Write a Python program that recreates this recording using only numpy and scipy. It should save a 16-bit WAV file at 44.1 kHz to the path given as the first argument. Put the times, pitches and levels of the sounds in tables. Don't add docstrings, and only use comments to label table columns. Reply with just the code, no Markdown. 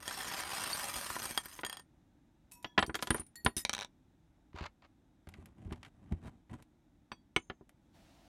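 import sys
import numpy as np
from scipy import signal
from scipy.fft import rfft, irfft, next_fast_len
from scipy.io import wavfile
from scipy.ndimage import uniform_filter1d

SR = 44100
rng = np.random.default_rng(int(sys.argv[2]) if len(sys.argv) > 2 else 0)


def unload_audio(sound):
    columns = np.transpose(np.atleast_2d(sound))
    steps = np.round(np.clip(columns, -1, 1) * 32767)
    wavfile.write(sys.argv[1], SR, steps.astype(np.int16))


N = 365126
TIME = np.arange(N) / SR
AGE = TIME[:SR // 3]


def from_db(db):
    return 10 ** (np.asarray(db) / 20)


def rms_one(x):
    return x / np.sqrt(np.mean(x ** 2) + 1e-20)


def attack_one(x):
    return x / np.sqrt(2 * np.mean(x[:SR // 250] ** 2) + 1e-20)


def gain_curve(rows, axis=1):
    rows = np.array(rows)
    return from_db(np.interp(TIME, rows[:, 0], rows[:, axis], left=-140, right=-140))


SWELL_SHAPE = 0.9


def swells(rows, axis=2):
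    gain = np.zeros(N)
    for row in rows:
        arch = np.sin(np.linspace(0, np.pi, max(round(row[1] * SR), 2)))
        add(gain, row[0], from_db(row[axis]) * np.abs(arch) ** SWELL_SHAPE)
    return gain


def gain_at(spectrum, hz):
    points = np.array(spectrum)
    return from_db(np.interp(np.log(hz + 1), np.log(points[:, 0]), points[:, 1]))


def cut(x, hz, kind="low", order=2):
    sos = signal.butter(order, min(hz, SR / 2 - 1000), kind, fs=SR, output="sos")
    return signal.sosfilt(sos, x + 1e-18)


def add(track, s, sound):
    start = max(round(s * SR), 0)
    track[start:start + len(sound)] += sound[:N - start]


def noise(spectrum):
    size = next_fast_len(N)
    shape = gain_at(spectrum, np.fft.rfftfreq(size, 1 / SR))
    coloured = irfft(rfft(rng.standard_normal(size)) * shape, size)
    return rms_one(coloured[:N])


def dying_sines(hz, t60):
    age = AGE.astype(np.float32)
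    loss = np.minimum(np.outer(np.float32(np.log(1000) / t60), age), 30)
    return np.exp(-loss) * np.sin(np.outer(np.float32(2 * np.pi * hz), age))


def ring(modes, vary_db, waver=1):
    hz, db, t60 = np.array(modes).T
    strength = from_db(db + vary_db * rng.standard_normal(db.shape)) * rng.choice([-1, 1], db.shape)
    return attack_one(strength @ (waver * dying_sines(hz, t60)))


def dense_body(spectrum, t60, slope, count):
    grid = np.linspace(np.sqrt(spectrum[0][0]), np.sqrt(spectrum[-1][0]), count) ** 2
    spacing = np.gradient(grid)
    hz = grid + spacing * rng.uniform(-.5, 0.64, count)
    life = t60 * (hz / 1000) ** -slope
    height = gain_at(spectrum, hz) * np.sqrt(spacing / life)
    return np.float32(height)[:, None] * dying_sines(hz, life)


def strikes(body, count):
    signs = rng.choice(np.float32([-1, 1]), (count, len(body)))
    return (signs @ body).astype(float)


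def blows(rows, body, alike=0):
    track, alike = np.zeros(N), np.clip(alike, 0, 1)
    common, *own = strikes(body, count=len(rows) + 1)
    for (s, db), sound in zip(rows, own):
        mixed = np.sqrt(alike) * common + np.sqrt(1 - alike) * sound
        add(track, s, from_db(db) * attack_one(mixed))
    return track


EDGE_GAP_S, EDGE_LOSS_DB = 0.0018, 4


def landing(body, count=3):
    delays = np.arange(count) * EDGE_GAP_S * rng.uniform(.7, 1.3)
    total = np.zeros(len(AGE))
    for k, edge in enumerate(strikes(body, count)):
        late = np.pad(edge, (round(delays[k] * SR), 0))[:len(AGE)]
        total += from_db(-EDGE_LOSS_DB * k) * late
    return attack_one(total)


def collisions(per_s, spread_db, clump_db=3.0, clump_s=.012):
    knots = np.arange(0, N / SR, max(clump_s, 1 / 500))
    wander = np.clip(rng.standard_normal(len(knots)), -2, 2)
    surge = from_db(clump_db * np.interp(TIME, knots, wander))
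    sizes = from_db(spread_db * np.minimum(rng.exponential(1, N), 3.5)) * rng.choice([-1, 1], N)
    happens = rng.random(N) < surge * per_s / SR
    return sizes * np.sqrt(surge) * happens


def clatter(clicks, voices, turnover=30, count=4):
    track, times = np.zeros(N), np.flatnonzero(clicks) / SR
    chosen = (times * turnover).astype(int) + rng.integers(0, count, len(times))
    for s, size, k in zip(times, clicks[clicks != 0], chosen):
        add(track, s, size * voices[k % len(voices)])
    power = np.abs(uniform_filter1d(track ** 2, SR // 16))
    return track / np.sqrt(power + 1e-12)


def faint_partials(t60=0.082, count=16, top_hz=12500):
    hz = rng.uniform(2200, top_hz, count)
    return np.column_stack([hz, np.zeros(count), t60 * rng.uniform(0.73, 1.2, count)])


def room(x, t60=0.086, wall_hz=6000, first_s=0.002):
    fade = from_db(-60 * AGE / t60) * np.clip(AGE / first_s - 1, 0, 1)
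    echoes = cut(rng.standard_normal(len(AGE)), wall_hz, order=1) * fade
    return signal.fftconvolve(x, echoes / np.sqrt(np.sum(echoes ** 2)))[:N]


# frequency in Hz, relative level in dB per Hz.
ROOM_COLOUR = [(15, -34), (25, -2.5), (53, -5), (123, -9.5), (317, -9.5), (416, -25), (887, -24.5),
               (1040, -32), (1610, -32.5), (3080, -40.5), (3720, -36), (4370, -45), (6050, -42.5),
               (16000, -54.5)]
# time in seconds, level in dB.
ROOM_LEVELS = [(0, -63.5), (2.2, -66.5), (4.3, -67), (5.1, -67.5), (6.9, -67.5), (7.7, -68.5), (8.0, -63),
               (8.28, -65)]


def room_tone():
    return gain_curve(ROOM_LEVELS) * noise(ROOM_COLOUR)


# frequency in Hz, relative level in dB, t60 in seconds.
BOWL_MODES = [(1820, -3, 0.064), (3265, 1.5, 0.044), (4828, -3, 0.024), (6754, -7, 0.041),
              (8400, -15.5, 0.098), (8940, -5.5, 0.085)]


def charm_voices(body, count, mode_db=6.5, tint_db=1.0, wall_db=-11.5, ping_db=-8.5, ping_t60=0.065):
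    shape = (count, len(body))
    tint = rms_one(uniform_filter1d(rng.standard_normal(shape), size=45, axis=1))
    favour = from_db(mode_db * rng.standard_normal(shape) + tint_db * tint) * rng.choice([-1, 1], shape)
    voices = []
    for voice in favour @ body:
        wall = from_db(wall_db) * ring(BOWL_MODES, vary_db=11.5)
        ping = from_db(ping_db) * ring(faint_partials(ping_t60, count=2, top_hz=10470), vary_db=1.5)
        voices.append((attack_one(voice) + wall + ping)[:SR // 10])
    return voices


# frequency in Hz, relative level in dB per Hz.
HEAP_COLOUR = [(35, -40), (60, -6), (113, -5.5), (480, -8.5), (1010, 2.5), (1820, -1.5), (2090, -3),
               (2850, -6.5), (3270, -7.5), (3700, -10), (4860, -8.5), (7570, -18.5), (8850, -2.5),
               (10700, -14.5), (12100, -7), (13600, -13.5), (16000, -38.5)]
BEADS_PER_S, BEAD_DB, BEAD_T60_S = 70, -0.5, 0.0083


def beads():
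    track, clicks = np.zeros(N), collisions(per_s=BEADS_PER_S, spread_db=2.0, clump_db=1.0)
    body = dense_body(HEAP_COLOUR, t60=BEAD_T60_S, slope=0.091, count=160)
    voices = charm_voices(body, count=30)
    for i in np.flatnonzero(clicks):
        add(track, i / SR, clicks[i] * voices[rng.integers(len(voices))])
    return from_db(BEAD_DB) * track


# time in seconds, clatter in dB, treble in dB, both before a fixed trim.
STIRRING = [(0.0, -55, -59), (0.09, -44, -47), (0.38, -40, -45), (0.466, -44, -48.5), (0.53, -39, -44),
            (0.82, -41.5, -42.5), (1.3, -46.5, -45.5), (1.42, -54.5, -54), (1.62, -60.5, -56)]
# start in seconds, length in seconds,
# clatter in dB, treble in dB, both before the same trim.
SETTLING = [(1.63, 0.2, -55.5, -74)]
LEAST_PER_S, MORE_PER_S = 130, 650


def heap(treble_hz=6000, clatter_db=-2.5, treble_db=-4.5):
    vigour = gain_curve(STIRRING) + swells(SETTLING)
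    sparkle = gain_curve(STIRRING, axis=2) + swells(SETTLING, axis=3)
    voices = charm_voices(dense_body(HEAP_COLOUR, t60=0.059, slope=0.022, count=420), count=70)
    rate = LEAST_PER_S + MORE_PER_S * vigour / vigour.max()
    impacts = collisions(per_s=rate, spread_db=3.2, clump_db=0.5)
    jostle = clatter(impacts, voices, turnover=45, count=4) + beads()
    low = rms_one(cut(jostle, treble_hz, order=4))
    high = rms_one(cut(jostle, treble_hz, "high", order=4))
    return from_db(clatter_db) * vigour * low + from_db(treble_db) * sparkle * high


# time in seconds, level in dB before a fixed trim.
WALL_HITS = [(0.079, -26.5), (1.376, -17.5), (1.649, -27.5), (1.664, -29.5), (1.697, -31.5), (1.728, -31.5),
             (1.77, -36), (1.796, -41.5)]


def bowl():
    track = from_db(-8.0) * blows(WALL_HITS, dense_body(HEAP_COLOUR, t60=0.027, slope=0.24, count=200))
    for s, db in WALL_HITS:
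        add(track, s, from_db(db - 7.0) * ring(BOWL_MODES, vary_db=2.0))
    return track


def thump(modes, vary_db):
    hz, db, t60 = np.array(modes).T[:, :, None]
    strength = from_db(db + vary_db * rng.standard_normal(db.shape))
    wave = np.sum(strength * from_db(-60 * AGE / t60) * np.sin(2 * np.pi * hz * AGE), axis=0)
    return wave / np.abs(wave).max()


# frequency in Hz, relative level in dB, t60 in seconds.
TABLE_MODES = [(82, -10, 0.067), (158, 3, 0.05), (243, -3.5, .1), (326, -1.5, .08), (378, 1.5, 0.07),
               (680, -2, .05), (1010, 2, .05), (1450, 2.5, .04), (1720, 2.5, .045), (1956, 0.5, .04),
               (3250, 3, .035)]


def thud(soft_hz=480):
    wave = cut(thump(TABLE_MODES, vary_db=2.0), soft_hz, order=3)
    return wave / np.abs(wave).max()


# time in seconds, level of the slip in dB before its parts are trimmed, # pitch of its ring in
# Hz.
SLIPS = [(0.11, -26, 1570), (0.19, -28.5, 8936), (0.206, -27, 1770), (0.314, -25.5, 1055),
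         (0.338, -27.5, 3200), (0.4, -26.5, 9100), (0.434, -31.5, 1800), (0.457, -36, 8893),
         (0.519, -27, 3000), (0.619, -38, 1560), (0.637, -23, 8570), (0.675, -25.5, 8670),
         (0.685, -41, 8700), (0.697, -40, 8591), (0.712, -43, 8634), (0.748, -31, 4470),
         (0.833, -25.5, 5040), (0.885, -26, 8634), (0.957, -24.5, 8893), (1.064, -39, 3300),
         (1.103, -22.5, 1100), (1.156, -28, 1890), (1.165, -22.5, 1005), (1.199, -29.5, 6115),
         (1.22, -25, 4900), (1.244, -32, 9900), (1.255, -21, 8828), (1.309, -24.5, 8700),
         (1.457, -29.5, 12058)]
# time in seconds, thud in dB relative to the level of the slip.
DIG_DEPTH = [(0.85, -29), (0.95, -15.5), (1.45, -20)]
SNAP_CRACK_DB, SNAP_WALL_DB, SNAP_RING_DB, SNAP_T60_S = -14, -21, -14, 0.027


def snaps():
    track = np.zeros(N)
    body = dense_body(HEAP_COLOUR, t60=0.021, slope=.2, count=200)
    for s, db, hz in SLIPS:
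        crack = from_db(SNAP_CRACK_DB) * attack_one(cut(landing(body), 3 * hz))
        wall = from_db(SNAP_WALL_DB) * cut(ring(BOWL_MODES, vary_db=5.0), 3 * hz)
        own = from_db(SNAP_RING_DB) * ring([(hz, 0, SNAP_T60_S)], vary_db=0)
        below = from_db(np.interp(s, *np.transpose(DIG_DEPTH))) * thud()
        add(track, s, from_db(db) * (crack + wall + own + below))
    return track


SPIN_HZ, SPIN_DEPTH = 22, .55


def tumbling(modes, vary_db):
    turns = [np.sin(2 * np.pi * (SPIN_HZ * rng.uniform(.5, 2) * AGE + rng.random())) for _ in modes]
    return ring(modes, vary_db, waver=1 + np.clip(SPIN_DEPTH, 0, 1) * np.array(turns))


def metal_tick(metal, partials, partials_db=-8.0):
    contact = attack_one(strikes(metal, count=1)[0])
    return contact + from_db(partials_db) * ring(partials, vary_db=5.5)


# time in seconds, ring in dB, contact in dB (both before a
# fixed trim), length of the chatter in seconds, which charm rings.
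FINGER_CLINKS = [(0.731, -18.5, -34, 0.005, "clasp"), (2.514, -58, -46, 0.005, "plate"),
                 (2.519, -40.5, -38.5, 0.055, "plate"), (2.627, -58, -43.5, 0.005, "bead"),
                 (2.864, -38.5, -35, 0.005, "clasp"), (3.017, -58, -40, 0.005, "pendant"),
                 (3.197, -26.5, -39, 0.005, "pin"), (3.265, -46.5, -51, 0.005, "pin"),
                 (3.356, -37, -37, 0.005, "hoop"), (3.448, -19.5, -28, 0.005, "pin"),
                 (3.566, -20.5, -23, 0.055, "pendant")]
CHARM_MODES = {"plate": [(970, -9.5, 0.97), (2580, -6.5, .22), (5550, -13.5, .22), (6075, -13.5, 0.24),
               (7045, -6.5, 0.22), (7860, -7, 0.16), (8716, -4, 0.18), (9700, 1.5, 0.12), (10610, -4, .13),
               (11820, -6.5, .2), (12690, -10, .2), (13270, -8, .2)], "coin": [(1728, -3, 0.27),
               (3335, -2, .38), (4620, -10, .16), (5480, -12, .15), (5825, -10, 0.18), (11440, -10, 0.11)],
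               "clasp": [(4520, -0.5, 0.027), (4750, -3, 0.021), (8800, -5.5, 0.14)],
               "bead": [(7090, -4, 0.2), (13730, -1, .17)], "leaf": [(3160, -7, 0.15), (4450, -14, .2),
               (8040, -7.5, 0.18), (10500, -10, 0.21)], "pin": [(9300, -7.5, 0.05), (9626, -5, 0.11),
               (9550, -9, 0.05), (11300, -13.5, .04), (8400, -13, .03)], "hoop": [(1884, 2, 0.22),
               (4400, -2.5, .24), (7190, -4.5, .16), (10210, -4.5, .18), (12945, -6.5, .19)],
               "tag": [(2525, 2.5, 0.055), (3335, -8, .22), (4600, -2, .18), (5880, -2.5, .12),
               (8380, -6, 0.11), (12700, -17, 0.076)], "pendant": [(1880, -18, 0.2), (3741, -5, 0.057),
               (5130, 3, 0.049), (6030, -5, 0.11), (7050, -13, 0.2), (8425, -4.5, .08), (9790, -2, .09),
               (10600, -3.5, 0.11), (13370, -7.5, 0.11)], "key": [(2216, 8.5, 0.0287), (2660, 2.5, 0.024),
               (2990, 15, 0.023), (3366, 0, 0.03), (6090, -0.5, .028), (8260, -11, .035), (6370, -40, 0.53),
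               (7068, -40, .42), (9220, -42, 0.33)]}
CHATTER_GAP_S, CHATTER_FADE_DB = 0.015, 20


def clinks(metal):
    track = np.zeros(N)
    for s, ring_db, tick_db, length_s, name in FINGER_CLINKS:
        partials = faint_partials()
        gaps = CHATTER_GAP_S * rng.uniform(.7, 1.3, 6)
        delays = np.cumsum(gaps) - gaps
        for delay in delays[delays < length_s]:
            tone = from_db(ring_db - 10.0) * tumbling(CHARM_MODES[name], vary_db=3.0)
            tick = from_db(tick_db - 13.5) * metal_tick(metal, partials)
            add(track, s + delay, from_db(-CHATTER_FADE_DB * delay / length_s) * (tone + tick))
    return track


# time in seconds, level in dB before its parts are trimmed, # contact cut-off in
# Hz, thud in dB relative to that level, which charm rings on (None for no ring).
TABLE_KNOCKS = [(1.59, -32.5, 3500, -15, None), (1.634, -25.5, 3000, -32, None),
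                (2.645, -25.5, 3900, -24, "coin"), (2.777, -19, 1500, -20, None),
                (2.7789, -12, 3200, -20, None), (2.790, -14.5, 4000, -16.5, "leaf"),
                (2.826, -16, 3600, -14.5, "leaf"), (2.895, -28.5, 1900, -2, None),
                (2.944, -25, 6500, -14, None), (2.953, -22.5, 9500, -29, "bead"),
                (2.99, -34.5, 5000, -16.5, None), (3.025, -22, 10000, -27, None),
                (3.072, -28, 9000, -20, None), (3.105, -16.5, 4000, -3, "pin"),
                (3.145, -24, 1700, -9, "pin"), (3.462, -12, 3400, -11, "hoop"),
                (7.117, -29.5, 3500, -15.5, "tag"), (7.363, -18, 4140, -8.5, "key"),
                (7.499, -29, 2800, -7.5, None), (7.61, -50, 900, 6, None)]
RING_ON = {"coin": -26.5, "leaf": -30.5, "bead": -36.5, "pin": -9, "tag": -22, "key": -2.5, "hoop": -36}
# frequency in Hz, relative level in dB per Hz.
WOOD_COLOUR = [(60, -11), (150, -3), (240, -5.5), (380, 2.5), (570, -7.5), (700, -3), (1700, -3),
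               (2550, -7), (3200, -4), (4400, -9.5), (7300, -12.5), (15000, -27)]
TICK_DB, TICK_REF_HZ, TICK_DB_PER_OCTAVE = -12, 11000, 22


def table(metal, top_db=-4.5, knock_db=-6.5):
    track = np.zeros(N)
    wood = dense_body(WOOD_COLOUR, t60=0.042, slope=.45, count=360)
    upper_modes = [mode for mode in TABLE_MODES if mode[0] > 500]
    for s, db, contact_hz, thud_db, name in TABLE_KNOCKS:
        top = from_db(top_db) * ring(upper_modes, vary_db=2.5)
        knock = from_db(knock_db) * attack_one(cut(landing(wood) + top, contact_hz, order=3))
        tick_db = TICK_DB + TICK_DB_PER_OCTAVE * np.log2(contact_hz / TICK_REF_HZ)
        tick = from_db(tick_db) * metal_tick(metal, faint_partials())
        add(track, s, from_db(db) * (knock + from_db(thud_db) * thud() + tick))
        if name:
            harder = [row[0] - s for row in TABLE_KNOCKS if row[0] > s and row[1] > db]
            free_s = min(harder, default=1)
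            pinned = np.clip((free_s - AGE) * 50, 0, 1)
            add(track, s, from_db(db + RING_ON[name]) * pinned * tumbling(CHARM_MODES[name], vary_db=1.5))
    return track


# time in seconds, peak of the sway in dB, peak of the thud in dB.
HAND_BUMPS = [(2.88, -58, -34), (3.196, -49, -35.5), (3.449, -51, -30.5), (3.567, -47, -32),
              (4.544, -42.5, -42), (4.610, -35.5, -37.5), (5.273, -44, -46), (5.385, -51, -44.5),
              (5.656, -35.5, -53), (5.678, -42, -41.5), (5.708, -43, -53), (5.719, -42, -30.5),
              (6.123, -27.5, -36.5)]
# frequency in Hz, relative level in dB, t60 in seconds.
SWAY_MODES = [(67.3, -11, 0.11), (86, -2, 0.17), (157, -8.5, 0.15)]


def bumps():
    track = np.zeros(N)
    for s, db, thud_db in HAND_BUMPS:
        sway = from_db(db) * thump(SWAY_MODES, vary_db=2.0)
        add(track, s, sway + from_db(thud_db) * thud())
    return track


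# start in seconds, length in seconds, level in dB.
FIST_GRINDS = [(2.93, 0.2, -63.5), (3.1, 0.14, -59), (3.565, 0.051, -43)]


def grinding(metal):
    grains = cut(strikes(metal, count=12)[:, :SR // 25], 6000)
    return swells(FIST_GRINDS) * clatter(collisions(per_s=1500, spread_db=9.5), grains)


# start in seconds, length in seconds, level in dB.
RATTLES = [(3.12, 0.11, -52), (4.54, 0.14, -53), (4.818, 0.052, -63.5)]
# time in seconds, level in dB before a fixed trim.
GRAIN_CATCHES = [(4.531, -50), (4.561, -38), (4.586, -31.5), (4.595, -37), (4.608, -37.5), (4.626, -38),
                 (4.639, -34), (4.655, -32.5), (4.662, -32.5), (4.822, -48.5), (4.847, -52.5)]
# frequency in Hz, relative level in dB per Hz.
DRAG_COLOUR = [(300, -15), (600, 1.5), (1050, 7.5), (1500, -1), (2100, -0.5), (3500, -8), (4700, -10),
               (5500, -18.5), (7200, -21.5), (8500, -34), (15000, -49)]


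def dragging(catch_db=-9.0):
    body = dense_body(DRAG_COLOUR, t60=0.034, slope=0.32, count=240)
    grains = strikes(body, count=10)[:, :SR // 25]
    track = swells(RATTLES) * clatter(collisions(per_s=700, spread_db=4.0, clump_db=1.5), grains)
    for s, db in GRAIN_CATCHES:
        add(track, s, from_db(db + catch_db) * landing(body))
    return track


# time in seconds, level in dB before a fixed trim.
HOPS = [(3.6505, -16), (3.695, -17), (3.732, -24), (3.7362, -21), (3.7498, -23.5), (3.7666, -32),
        (3.7803, -29), (3.790, -26.5), (3.7998, -30.5), (3.8102, -27), (3.8194, -28.5), (3.8263, -30.5),
        (3.8316, -33), (3.8474, -31)]
# frequency in Hz, relative level in dB per Hz.
BARE_COLOUR = [(100, -11), (400, -6.5), (580, -21.5), (1020, 7.5), (1330, -11.5), (1700, 3.5), (2000, -8.5),
               (2350, 4.5), (2600, -7), (3100, 2), (3800, 7), (4800, -22.5), (5700, 2.5), (7300, -17),
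               (9000, -10.5), (15500, -35)]


def bouncing(click_db=-8.0, room_db=-20.5):
    wood = dense_body(BARE_COLOUR, t60=.017, slope=.45, count=400)
    clicks = from_db(click_db) * blows(HOPS, wood, alike=.4)
    return clicks + from_db(room_db) * room(clicks)


# start in seconds, length in seconds,
# rumble in dB, friction in dB, both before a fixed trim.
HAND_RUBS = [(5.26, 0.29, -58.5, -67), (5.54, 0.3, -51.5, -65), (5.66, 0.11, -69, -102),
             (5.83, 0.065, -58, -62), (5.90, 0.53, -56, -70.5), (6.11, 0.029, -37, -70),
             (6.225, 0.079, -47, -55), (6.492, 0.081, -44, -55.5), (6.57, 0.07, -59.5, -63.5)]
# frequency in Hz, relative level in dB per Hz.
PALM_COLOUR = [(18, -36.5), (30, -11), (65, -3), (90, 2.5), (247, -5), (372, -15), (500, -31), (700, -22),
               (1200, -32.5), (2000, -71)]
# frequency in Hz, relative level in dB per Hz.
SKIN_COLOUR = [(400, 2.5), (700, 3.5), (1500, -2.5), (2800, -9), (5000, -21.5), (9000, -18.5), (15000, -38)]


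def rubbing():
    slips = strikes(dense_body(SKIN_COLOUR, t60=0.027, slope=0.17, count=160), count=16)[:, :SR // 30]
    friction = clatter(collisions(per_s=800, spread_db=5.0, clump_db=2.0), slips)
    rumble = from_db(-0.5) * swells(HAND_RUBS) * noise(PALM_COLOUR)
    return rumble + from_db(-3.0) * swells(HAND_RUBS, axis=3) * friction


# time in seconds, level in dB before a
# fixed trim, low edge in Hz, high edge in Hz.
NAIL_TICKS = [(5.271, -41.5, 300, 4030), (5.289, -41.5, 596, 15100), (5.339, -39.5, 1350, 3900),
              (5.458, -43.5, 1510, 15000), (5.674, -57, 300, 5000), (5.709, -40, 298, 2190),
              (5.724, -33.5, 506, 5700), (5.731, -39, 600, 5000), (5.759, -50, 397, 6000),
              (5.830, -37, 1400, 4430), (5.849, -40, 1400, 4500), (5.861, -45, 1410, 4500),
              (6.122, -37, 300, 5880), (6.496, -48, 400, 3450), (6.624, -49, 2980, 11000),
              (7.693, -46.5, 400, 16000)]
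# frequency in Hz, relative level in dB per Hz.
NAIL_COLOUR = [(250, -8), (600, 10.5), (1050, 3), (2000, 4.5), (3500, -3), (6000, -8), (12000, -2),
               (15500, -17)]


def nail_ticks():
    track = np.zeros(N)
    nail = dense_body(NAIL_COLOUR, t60=0.037, slope=0.2, count=240)
    for (s, db, low_hz, high_hz), tick in zip(NAIL_TICKS, strikes(nail, count=len(NAIL_TICKS))):
        band = cut(cut(tick, high_hz), low_hz, "high")
        add(track, s, from_db(db - 10.0) * attack_one(band))
    return track


# frequency in Hz, relative level in dB per Hz.
HISS_COLOUR = [(240, -42.5), (666, -3), (1090, -16), (3870, -17.5), (16000, -34.5)]
# time in seconds, level in dB.
HISS_LEVELS = [(7.9, -100), (7.95, -68.5), (8.28, -69)]


def hiss():
    return gain_curve(HISS_LEVELS) * noise(HISS_COLOUR)


# frequency in Hz, relative level in dB per Hz.
CONTACT_COLOUR = [(600, -15.5), (2000, -6.5), (4500, -7.5), (10000, -1.5), (13000, -8), (16000, -24)]


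def scene():
    metal = dense_body(CONTACT_COLOUR, t60=.05, slope=.1, count=400)
    direct = heap() + bowl() + snaps() + clinks(metal) + table(metal) + bumps() + grinding(metal)
    direct = direct + dragging() + bouncing() + rubbing() + nail_ticks()
    return (direct + from_db(-18.0) * room(direct) + room_tone() + hiss())[None]


CUTOFF_HZ = 16100


def record(dry):
    thinned = cut(dry, 38, "high", order=4)
    steep = signal.ellip(10, .1, 80, CUTOFF_HZ, fs=SR, output="sos")
    return signal.sosfilt(steep, thinned)


dry = scene()
out = record(dry)
unload_audio(out)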